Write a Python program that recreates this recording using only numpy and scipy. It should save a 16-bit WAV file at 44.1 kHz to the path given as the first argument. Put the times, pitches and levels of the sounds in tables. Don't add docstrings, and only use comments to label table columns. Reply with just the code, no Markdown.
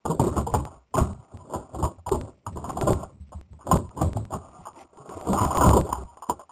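import sys
import numpy as np
from scipy import signal
from scipy.io import wavfile
from scipy.ndimage import uniform_filter1d, minimum_filter1d

SR = 44100
rng = np.random.default_rng(int(sys.argv[2]) if len(sys.argv) > 2 else 0)


def volts_from_db(level):
    exponent = np.asarray(level, float) / 20
    return 10 ** exponent


def master_out(mix):
    frames = np.transpose(np.atleast_2d(mix))
    ceiling = np.clip(frames, -1, 1)
    pcm = np.round(ceiling * 32767).astype(np.int16)
    wavfile.write(sys.argv[1], SR, pcm)


N = 287091
FIRST_CUT_S, PACKET_S, LOST_S = .0529, .12, .008
WORLD = N + int(56 * LOST_S * SR)
CONTROL_STEP = 32


def world_time(heard_s):
    return heard_s + LOST_S * np.ceil((np.asarray(heard_s) - FIRST_CUT_S) / PACKET_S)


def world_index(heard_s):
    return int(world_time(heard_s) * SR)


def ring(x, pitch_hz, width_hz):
    peak = signal.iirpeak(pitch_hz, pitch_hz / width_hz, fs=SR)
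    return signal.lfilter(*peak, x) * np.sqrt(SR / (np.pi * width_hz))


def flutter(rate_hz, spread_db):
    hold = int(SR / rate_hz)
    steps = np.repeat(rng.standard_normal(WORLD // hold + 1), hold)
    level = uniform_filter1d(steps, hold // 2)[:WORLD]
    return volts_from_db(spread_db * level) / volts_from_db(spread_db ** 2 * np.log(10) / 20)


def decay(t, t60_s):
    return 1000 ** (-t / t60_s)


def motions(start_s, level_db, rise_s, fall_s, hold_s=0):
    t = np.arange(0, WORLD, CONTROL_STEP) / SR
    early_s = np.maximum(world_time(start_s)[:, None] - t, 0)
    late_s = np.maximum(t - world_time(start_s + hold_s)[:, None], 0)
    return level_db[:, None] - 30 * (early_s / rise_s[:, None] + late_s / fall_s[:, None])


def loudest(*levels_db):
    tops = [np.max(np.atleast_2d(level), axis=0) for level in levels_db]
    top = np.max(np.vstack(np.broadcast_arrays(*tops)), axis=0)
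    return np.interp(np.arange(WORLD), np.arange(0, WORLD, CONTROL_STEP), top)


# peak_s, rumble_db, rise_s, fall_s, low_panel_share_db
SHOVES = [(.05, -28.5, 0.016, 0.43, 3.5), (.2, -18.5, .04, 0.36, -1), (.38, -17.5, 0.14, .13, -5.5),
          (0.559, -19, 0.22, 0.16, -7), (.98, -11.5, 0.055, 0.18, -11), (1.34, -38.5, 0.1, 0.15, -7),
          (1.56, -31.5, 0.21, 0.13, 3), (1.74, -28, 0.029, 0.28, -14), (1.85, -24, 0.17, 0.098, 4),
          (2.13, -24.5, 0.079, .21, 2), (2.48, -32, 0.057, 1.25, -18), (2.899, -19, .35, 0.19, -1.5),
          (3.55, -52, 0.52, 0.27, -12), (3.73, -13.5, 0.097, 0.13, -2.5), (4.02, -15.5, 0.11, 0.15, -5.5),
          (4.17, -26.5, 0.14, 0.15, -6.5), (4.33, -23.5, 0.081, 0.11, -14), (4.45, -47, .1, .8, -3),
          (5.29, -23, 0.11, 0.52, 1), (5.44, -23.5, 0.17, 0.24, -1), (5.64, -12.5, 0.14, .3, -4),
          (5.78, -17.5, 0.3, 0.13, 3), (6.02, -38, .5, .09, -3), (6.29, -37.5, 0.023, 0.13, 8.5)]


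def shoves():
    *shape, share_db = np.transpose(SHOVES)
    rock_db = motions(*shape)
    return rock_db, rock_db + share_db[:, None]


# start_s, scrape_db, rise_s, fall_s, hold_s
DRAGS = [(0.052, -49, .02, .15, 0.082), (.2, -43.5, 0.045, .3, .1), (0.375, -32, 0.25, 0.13, .01),
         (0.467, -38.5, .07, 0.066, 0.011), (0.553, -45.5, 0.11, 0.14, .04), (1.102, -54, 0.29, 0.55, .38),
         (1.55, -50.5, .6, 0.23, .3), (2.117, -49, .06, .13, .15), (1.019, -39, .05, .25, 0.036),
         (1.244, -52, 0.092, .15, .08), (.66, -45, .03, .12, .09), (2.94, -38, .05, .12, .09),
         (2.68, -40, .17, 0.16, 0.2), (3.75, -56, .2, 0.74, 0.49), (4.415, -46, 0.13, 0.42, 0.19),
         (4.76, -47, .1, .2, 0.035), (4.94, -52.5, .08, .3, .14), (5.092, -37.5, .02, .6, .13),
         (5.27, -36.5, 0.3, .3, .05), (5.441, -22, 0.47, 0.27, 0.0071), (5.591, -22, 0.34, .22, 0.098),
         (5.86, -38.5, 0.19, .14, .15), (6.084, -55, .1, 0.19, .1), (6.297, -50.5, .05, .12, .1),
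         (6.5, -46, 0.04, .1, .01)]


def drags():
    return motions(*np.transpose(DRAGS))


# start_s, rattle_peak_db, loudest_pitch_hz, rattle_t60_s
CLAWS = [(0.053, -18.5, 894, 0.12), (0.195, -12, 913, 0.088), (0.366, -17, 845, 0.18),
         (0.466, -21, 864, 0.15), (0.539, -9.5, 752, 0.14), (0.94, -20, 804, 0.16),
         (1.536, -20.5, 910, 0.19), (1.746, -24.5, 718, 0.074), (1.826, -16, 935, 0.22),
         (2.062, -31, 910, 0.34), (2.464, -23.5, 950, 0.1), (2.642, -27, 1023, 0.16),
         (2.695, -21.5, 833, 0.077), (2.77, -25.5, 800, 0.12), (3.713, -9, 1034, 0.17),
         (3.989, -28.5, 1050, 0.14), (4.306, -29, 690, 0.29), (4.013, -20, 798, 0.052),
         (5.33, -17, 834, 0.41), (5.374, -14.5, 1017, 0.16), (5.506, -24, 1040, 0.23),
         (5.58, -15, 1032, 0.11), (5.61, -9.5, 982, 0.21), (5.689, -14.5, 970, 0.25),
         (5.734, -16.5, 980, 0.065), (5.89, -20.5, 724, 0.16), (5.927, -11.5, 1015, 0.057),
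         (3.714, -14, 810, 0.09), (6.296, -13, 980, 0.085)]
# start_s, rattle_peak_db, loudest_pitch_hz, rattle_t60_s
PAWS = [(0.101, -15, 455, 0.08), (0.237, -12, 362.6, 0.12), (0.269, -14.5, 367, 0.097),
        (0.313, -27, 320, 0.2), (0.941, -17.5, 437, 0.25), (0.969, -13.5, 880, 0.28),
        (1.497, -31.5, 545, 0.46), (1.732, -36, 526, 0.12), (1.786, -18.5, 344, 0.11),
        (2.115, -11.5, 371, 0.18), (2.558, -26, 368, 0.43), (2.811, -18, 323, 0.18),
        (2.871, -13, 597, 0.27), (2.902, -14.5, 405, 0.2), (3.031, -29, 696, 0.12),
        (3.669, -20.5, 605, 0.13), (3.964, -32.5, 395, 0.29), (4.012, -17.5, 679, 0.18),
        (4.129, -35, 330, 0.086), (4.164, -30.5, 690, 0.15), (4.323, -24.5, 361, 0.22),
        (4.97, -36, 344, 0.15), (5.091, -27, 381, 0.26), (5.165, -29, 330, 0.21), (5.221, -31.5, 624, 0.2),
        (5.271, -16.5, 448, 0.15), (5.548, -17, 660, 0.1), (5.759, -10, 403.5, 0.17),
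        (5.847, -26.5, 410, 0.22), (0.59, -24, 285, 0.14)]
# start_s, rattle_peak_db, loudest_pitch_hz, rattle_t60_s
TAPS = [(2.075, -27, 700, 0.27), (1.335, -40.5, 460, 0.1), (1.37, -47.5, 295, 0.11),
        (1.453, -39, 428, 0.08), (1.984, -41, 704, 0.068), (3.092, -47.5, 505, 0.11),
        (3.32, -33.5, 623, 0.16), (3.387, -44.5, 330, 0.087), (3.53, -44.5, 387, 0.092),
        (3.59, -44.5, 686, 0.2), (3.609, -40, 1160, 0.19), (3.908, -44.5, 535, 0.22),
        (4.25, -43, 302, 0.096), (4.418, -46, 690, 0.19), (4.484, -45, 1195, 0.11), (4.606, -44, 830, 0.13),
        (4.654, -32, 1070, 0.15), (4.757, -43.5, 1010, 0.18), (4.931, -40, 483, 0.1),
        (5.062, -51, 370, 0.11), (5.95, -30.5, 990, 0.27), (6.121, -53, 930, 0.22), (6.17, -37, 778, 0.14),
        (6.266, -42, 1000, 0.16), (6.493, -39.5, 980, 0.17), (0.651, -29.5, 972, 0.13),
        (0.664, -31, 977, 0.14), (4.668, -29, 950, 0.072), (6.222, -27, 885, 0.13), (6.394, -31, 690, 0.12)]
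# pitch_hz, level_db
WALL_COLOUR = [(150, -34), (250, -2), (331, -1.5), (531, -8.5), (606, -4), (660, -2), (873, -1), (1040, 1),
               (1600, -20.5), (2080, -55), (3520, -120)]
SPREAD_OCT, CONTACT_CYCLES, RING_T60_S, TAP_LOW_CUT_DB_PER_OCT = .25, 1.4, 0.057, 8.5
MIDDLE_HZ, FAR_DB, FAR_DB_PER_OCT = 690, -5.5, 1.04
RING_DB, RING_LOW_DB_PER_OCT, RING_HIGH_DB_PER_OCT = -8.5, 7.5, 8.5


def wall_blows(modes_hz):
    curve_hz, curve_db = np.transpose(WALL_COLOUR)
    colour = volts_from_db(np.interp(np.log(modes_hz), np.log(curve_hz), curve_db))
    t = np.arange(SR // 3) / SR
    length = WORLD + len(t)
    chatter = rng.standard_normal(length) * np.resize(flutter(140, 4.3), length)
    blows = CLAWS + PAWS + TAPS
    chance = rng.standard_normal((len(blows), len(modes_hz)))
    is_tap = np.arange(len(blows)) >= len(blows) - len(TAPS)
    push, clear = np.zeros((len(modes_hz), length)), np.zeros(length)
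    for (start_s, level_db, spot_hz, t60_s), luck, light in zip(blows, chance, is_tap):
        spot_oct = np.log2(spot_hz / MIDDLE_HZ)
        far_db = FAR_DB + FAR_DB_PER_OCT * spot_oct
        ring_db = RING_DB + max(RING_HIGH_DB_PER_OCT * spot_oct, -RING_LOW_DB_PER_OCT * spot_oct)

        distance_oct = np.log2(modes_hz / spot_hz)
        near = np.exp(-(distance_oct / SPREAD_OCT) ** 2)
        share = near + volts_from_db(far_db + 2.5 * np.abs(luck)) * colour * np.sign(luck)
        share = share * volts_from_db(light * TAP_LOW_CUT_DB_PER_OCT * np.minimum(distance_oct, 0))

        i = world_index(start_s)
        rise_s = CONTACT_CYCLES / spot_hz
        onset = 1 - np.exp(-t / rise_s)
        force = chatter[i:i + len(t)] * onset * decay(t, t60_s)
        force[0] = 9 * 0.0022 / max(rise_s, .002)
        push[:, i:i + len(t)] += volts_from_db(level_db - 7) * np.outer(share / np.linalg.norm(share), force)
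        tone = np.sin(2 * np.pi * spot_hz * t)
        clear[i:i + len(t)] += volts_from_db(level_db + ring_db) * onset * tone * decay(t, RING_T60_S)
    return push[:, :WORLD], clear[:WORLD]


# pitch_hz, level_db
RUB = [(260, 0), (400, -6), (660, -2), (900, -4), (1200, -1), (1480, -9.5)]
WALL_WIDTH_HZ = 55


def walls(scrape, low_gain):
    modes_hz = np.linspace(260, 1480, 28) * (1 + .015 * rng.standard_normal(28))
    push, out = wall_blows(modes_hz)
    curve_hz, curve_db = np.transpose(RUB)
    even = volts_from_db(np.interp(np.log(modes_hz), np.log(curve_hz), curve_db))
    rub = even * np.sign(rng.standard_normal(len(modes_hz))) / np.linalg.norm(even)
    low_scrape = scrape * low_gain
    for pitch_hz, blow, share in zip(modes_hz, push, rub):
        drive = low_scrape if pitch_hz < 600 else scrape
        out = out + ring(blow + share * drive, pitch_hz, WALL_WIDTH_HZ)
    return out


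# start_s, peak_db, pitch_hz, t60_s
RINGS = [(.053, -22.5, 462, 0.063), (3.714, -11, 1055, .07), (.099, -22, 460, .08), (.195, -16.5, 431, .06),
         (.196, -17.5, 921, .05), (.266, -13, 381.5, .1), (.47, -25, 464, .14), (.533, -22.5, 302, 0.067),
         (.549, -19.5, 257, 0.089), (.603, -25.5, 280, 0.084), (.942, -22, 256, 0.073),
         (.966, -19, 633, 0.056), (1.744, -24.5, 740, .06), (1.825, -25.5, 732, 0.065),
         (.942, -21, 1034, .07), (2.064, -22, 963, .08), (2.113, -13, 394, 0.095), (2.19, -27, 255, 0.099),
         (2.64, -28, 700, 0.065), (5.58, -14, 1028, .06), (2.768, -24.5, 1077, 0.052),
         (2.811, -23, 607, 0.065), (2.866, -19.5, 322, .07), (2.868, -13, 598, .07),
         (2.899, -16.5, 388, 0.073), (2.905, -18, 600, 0.057), (3.731, -16, 330, .08),
         (6.295, -15, 991, .06), (4.321, -31.5, 1298, .06), (4.323, -30, 861, 0.065),
         (4.335, -28, 255, .08), (4.666, -29.5, 890, 0.082), (5.277, -19, 260, 0.068),
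         (5.375, -15.5, 1170, .07), (5.441, -19, 1020, 0.062), (5.474, -25, 805, 0.066),
         (5.503, -22.5, 795, .06), (5.549, -19, 1124, .06), (5.575, -18, 380, .07), (5.611, -14, 533, .07),
         (5.632, -11.5, 1012, 0.097), (5.663, -16, 1057, .06), (5.685, -16, 1001, 0.057),
         (5.707, -17.5, 1160, .06), (5.731, -12.5, 1001, 0.064), (5.761, -14.5, 376, .07),
         (5.765, -17, 764, .05), (5.924, -17, 1023, 0.044), (5.98, -33, 392, .12), (6.294, -21, 458, 0.069)]
RING_RISE_CYCLES = 1.5


def lone_panels():
    t = np.arange(SR // 4) / SR
    out = np.zeros(WORLD + len(t))
    for start_s, peak_db, pitch_hz, t60_s in RINGS:
        i = world_index(start_s)
        swell = 1 - np.exp(-t * pitch_hz / RING_RISE_CYCLES)
        out[i:i + len(t)] += volts_from_db(peak_db) * swell * np.sin(2 * np.pi * pitch_hz * t) * decay(t, t60_s)
    return out[:WORLD]


# pitch_hz, width_hz, level_db
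BODY = [(68.3, 17, 1.5), (87.3, 18, 2), (111.6, 16, -3.5), (140, 14, -4), (168.5, 21, -6), (198.6, 15, -5),
        (240.5, 58, -10.5)]


def body_murmur(rumble):
    out = np.zeros(WORLD)
    for k, (pitch_hz, width_hz, level_db) in enumerate(BODY):
        out += (-1) ** k * volts_from_db(level_db - 3.5) * ring(rumble, pitch_hz, width_hz)
    return out


# start_s, peak_db, pitch_hz, t60_s
BOOMS = [(0.094, -18, 163, 0.18), (0.193, -10.5, 133.3, 0.12), (0.538, -14.5, 86.3, 0.13),
         (0.95, -22, 114, 0.17), (0.975, -20, 137.7, 0.22), (1.335, -30.5, 95, 0.22),
         (1.539, -37.5, 277, 0.15), (1.548, -29, 94.2, 0.21), (1.803, -29, 140, 0.18),
         (1.823, -13.5, 83.2, 0.12), (2.111, -15, 51.5, 0.16), (2.465, -27.5, 98, 0.2),
         (2.828, -27, 134, 0.48), (2.887, -14, 118.6, 0.15), (3.198, -30, 73.8, 0.2),
         (3.345, -26, 74.3, 0.21), (3.503, -35.5, 77.5, 0.33), (2.065, -27, 80, 0.18),
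         (3.722, -8.5, 74.9, 0.13), (4.009, -13.5, 125, 0.16), (4.153, -19.5, 107.2, 0.29),
         (4.322, -26.5, 85, 0.16), (4.585, -39.5, 167, 0.13), (1.975, -41, 85, 0.25),
         (5.149, -34, 91.3, 0.17), (5.29, -18, 195.2, 0.32), (5.404, -16.5, 100.7, 0.21),
         (5.635, -22, 145.4, 0.14), (6.112, -46, 66, 0.2), (6.287, -32, 239.6, 0.16),
         (0.196, -17, 91.6, .15), (.54, -21, 167.4, .13), (1.012, -14, 107.8, .17), (2.23, -30, 108, .16),
         (2.555, -28, 86, 0.14), (2.68, -30.5, 200, .14), (2.71, -31.5, 129, 0.16),
         (3.727, -17, 156.4, .13), (5.08, -41.5, 129, .15), (5.085, -39.5, 194, 0.17),
         (5.323, -20, 86, 0.13), (5.413, -21, 205.6, .15), (5.585, -19, 70, 0.27), (5.656, -9, 74.9, 0.21),
         (5.72, -17.5, 64.1, 0.31), (5.895, -27, 63.8, 0.49), (5.97, -28, 66.2, 0.24),
         (4.995, -42, 140, 0.17), (.76, -45, 62, 0.29), (1.735, -30, 100, 0.14)]
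OVERTONE_DB, OVERTONE_DB_PER_DB = -6, 0.36


def body_booms():
    t = np.arange(SR // 2) / SR
    out = np.zeros(WORLD + len(t))
    for (start_s, peak_db, pitch_hz, t60_s), (turn, partner) in zip(BOOMS, rng.random((len(BOOMS), 2))):
        swell = (1 - np.exp(-t * pitch_hz / 0.29)) ** 2 * decay(t, t60_s)
        tone = np.sin(2 * np.pi * (pitch_hz * t + turn))
        overtone = np.sin(2 * np.pi * pitch_hz * (2.0 + .7 * partner) * t) * np.exp(-t / 0.04)
        overtone_db = OVERTONE_DB + OVERTONE_DB_PER_DB * (peak_db + 15)
        i = world_index(start_s)
        out[i:i + len(t)] += volts_from_db(peak_db + 1.5) * swell * (tone + volts_from_db(overtone_db) * overtone)
    return out[:WORLD]


# peak_s, grit_db, rise_s, fall_s
SPRAYS = [(.545, -32.5, .008, 0.044), (4.795, -47, 0.12, 0.12), (3.718, -28.5, .008, 0.055),
          (5.93, -36, .01, 0.033), (.945, -37, 0.0095, .1), (.198, -33, .008, .04), (4.62, -56.5, .3, .3),
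          (2.7, -46, 0.066, 0.13), (4.77, -50, .06, .05)]


def sprays():
    return motions(*np.transpose(SPRAYS))


def gravel(grit_db, noise):
    stones = ring(ring(noise, 2300, 1500), 2300, 1500) / 2.5
    return volts_from_db(grit_db - 7.0) * flutter(110, 4.5) * stones


# start_s, level_db, pitch_hz, length_s
CREAKS = [(3.8, -50, 990, .1), (4.4, -52.5, 653, 0.088), (4.41, -53, 1200, 0.08), (4.5, -53, 1190, .12),
          (4.51, -55, 740, 0.14), (4.76, -53, 340, .12), (4.74, -50, 900, 0.069), (4.95, -54.5, 1100, 0.15),
          (4.98, -53, 430, .11), (5.94, -32.5, 980, 0.045), (5.39, -25.5, 1000, 0.076),
          (5.5, -29.5, 1010, .05), (6.05, -57, 950, .12), (1.385, -52, 1000, .06)]
CREAK_WIDTH_HZ = 15


def edge_creaks():
    t = np.arange(SR // 4) / SR
    out = np.zeros(WORLD + len(t))
    noises = rng.standard_normal((len(CREAKS), len(t)))
    for (start_s, level_db, pitch_hz, length_s), noise in zip(CREAKS, noises):
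        i = world_index(start_s)
        arch = np.sin(np.pi * np.minimum(t / length_s, 1)) ** .5
        out[i:i + len(t)] += volts_from_db(level_db) * arch * ring(noise, pitch_hz, CREAK_WIDTH_HZ)
    return out[:WORLD]


STILL_LOW_DB, STILL_SCRAPE_DB, STILL_RUMBLE_DB, STILL_GRIT_DB = -84, -76.5, -70.5, -70.5
DRAG_LOW_DB, DRAG_RUMBLE_DB, DRAG_GRIT_DB, SHOVE_GRIT_DB = -4.5, -13, -19, -24
GRIT_RATIO = 1.22


def contact_levels():
    rock_db, low_rock_db = shoves()
    drag_db = drags()
    low_db = loudest(low_rock_db, drag_db + DRAG_LOW_DB, STILL_LOW_DB)
    scrape_db = loudest(drag_db, STILL_SCRAPE_DB)
    rumble_db = loudest(rock_db, drag_db + DRAG_RUMBLE_DB, STILL_RUMBLE_DB)
    shove_grit_db = GRIT_RATIO * rock_db + SHOVE_GRIT_DB
    grit_db = loudest(shove_grit_db, drag_db + DRAG_GRIT_DB, sprays(), STILL_GRIT_DB)
    return minimum_filter1d([low_db, scrape_db, rumble_db, grit_db], size=401, origin=200)


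HOUSING_HZ, PORT_HZ, OVERLOAD = 1343, 60.3, 1.1


def camera_microphone(bin_sound, grit):
    muffle = signal.butter(7, HOUSING_HZ, fs=SR, output="sos")
    port = signal.butter(3, PORT_HZ, "high", fs=SR, output="sos")
    muffled = signal.sosfilt(np.vstack([muffle, port]), bin_sound)
    return OVERLOAD * np.tanh((muffled + grit) / OVERLOAD)


# start_s, jump_db
SEAMS = [(.173, -46), (.413, -28.5), (.653, -26.5), (1.013, -30), (1.133, -35), (1.373, -33.5),
         (1.853, -30), (2.093, -22), (2.213, -22.5), (2.693, -29.5), (2.813, -13.5), (2.933, -16),
         (3.413, -35), (3.533, -43), (3.773, -21), (3.893, -37.5), (4.133, -24), (4.253, -31.5),
         (4.733, -44), (4.973, -43), (3.293, -50), (5.093, -34), (5.213, -28), (5.333, -16), (5.453, -18.5),
         (5.573, -11.5), (5.693, -10), (5.813, -18.5), (5.933, -24), (6.173, -45), (6.293, -32),
         (6.413, -43)]
QUIET_SEAM_DB = -14.5


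def packets(sound):
    heard = sound[np.round(world_time(np.arange(N) / SR) * SR).astype(int)]
    cuts = (np.floor(np.arange(FIRST_CUT_S, N / SR, PACKET_S) * SR) + 1).astype(int)
    jump = heard[cuts] - heard[cuts - 1]
    size = np.abs(jump) * volts_from_db(QUIET_SEAM_DB)
    start_s, jump_db = np.transpose(SEAMS)
    size[np.round((start_s - FIRST_CUT_S) / PACKET_S).astype(int)] = volts_from_db(jump_db)
    correction = np.zeros(N)
    correction[cuts] = np.sign(jump) * size - jump
    return heard + signal.lfilter([1], [1, -np.exp(-1 / (0.0011 * SR))], correction)


def scene():
    low_db, scrape_db, rumble_db, grit_db = contact_levels()
    noise = rng.standard_normal((4, WORLD))
    scrape = volts_from_db(scrape_db - 0.5) * flutter(60, 2.2) * flutter(300, 2.5) * noise[0]
    rumble = volts_from_db(rumble_db - 2.5) * flutter(25, 2.7) * noise[1]
    grit = gravel(grit_db, noise[2])
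    background = volts_from_db(-74) * ring(noise[3], 300, 820)
    bin_sound = walls(scrape, volts_from_db(low_db - scrape_db)) + lone_panels()
    bin_sound += body_murmur(rumble) + body_booms() + edge_creaks() + background
    heard = packets(camera_microphone(bin_sound, grit))
    return np.array([heard, heard])


CAMERA_SR = 8000


def camera_samples(sound):
    tick = np.floor(np.arange(N) * CAMERA_SR / SR + .8)
    source = np.ceil((tick - .8) * SR / CAMERA_SR)
    samples = sound[np.clip(source, 0, N - 1).astype(int)]
    squeezed = np.round(128 * np.log1p(255 * np.abs(samples)) / np.log(256)) / 128
    return np.sign(samples) * np.expm1(squeezed * np.log(256)) / 255


# lower_edge_hz, least_level_db
TREBLE_BANDS = [(7700, -79), (8300, -95), (8600, -75), (9800, -60), (10250, -72), (10850, -72),
                (11700, -68), (12300, -67), (13300, -58), (13900, -50), (14400, -49.5), (15300, -51),
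                (15900, 0)]


def treble_dropouts(sound):
    f, _, z = signal.stft(sound, SR, nperseg=1024)
    edges_hz, least_db = np.transpose(TREBLE_BANDS)
    band = np.searchsorted(edges_hz, f)
    masking_db = 3 * np.log10(np.sum(np.abs(z) ** 2, axis=0) + 1e-9) + 8
    for k, floor_db in enumerate(least_db, 1):
        power = np.sum(np.abs(z[band == k]) ** 2, axis=0)
        wander_db = 3.0 * uniform_filter1d(rng.standard_normal(len(power)), size=2)
        z[band == k] *= power > volts_from_db(2 * (floor_db + masking_db + wander_db))

    odd_chance = np.where(rng.random(z.shape[1]) < .12, .8, .05)
    odd = rng.random((40, z.shape[1])) < odd_chance
    side_db = np.interp(f, [100, 500, 4500, 14000], [-37, -28.5, -11.5, -11])
    patch = odd[np.minimum(f / 600, 39).astype(int)] * volts_from_db(side_db)[:, None]
    side = z * patch * np.exp(2j * np.pi * rng.random(z.shape))
    return signal.istft(np.array([z + side, z - side]), SR, nperseg=1024)[1][:, :N]


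def low_pass(x):
    return signal.sosfilt(signal.butter(12, 16940, fs=SR, output="sos"), x)


def record(dry):
    held = camera_samples(dry[0])
    mix = treble_dropouts(held)
    return low_pass(mix)


dry = scene()
out = record(dry)
master_out(out)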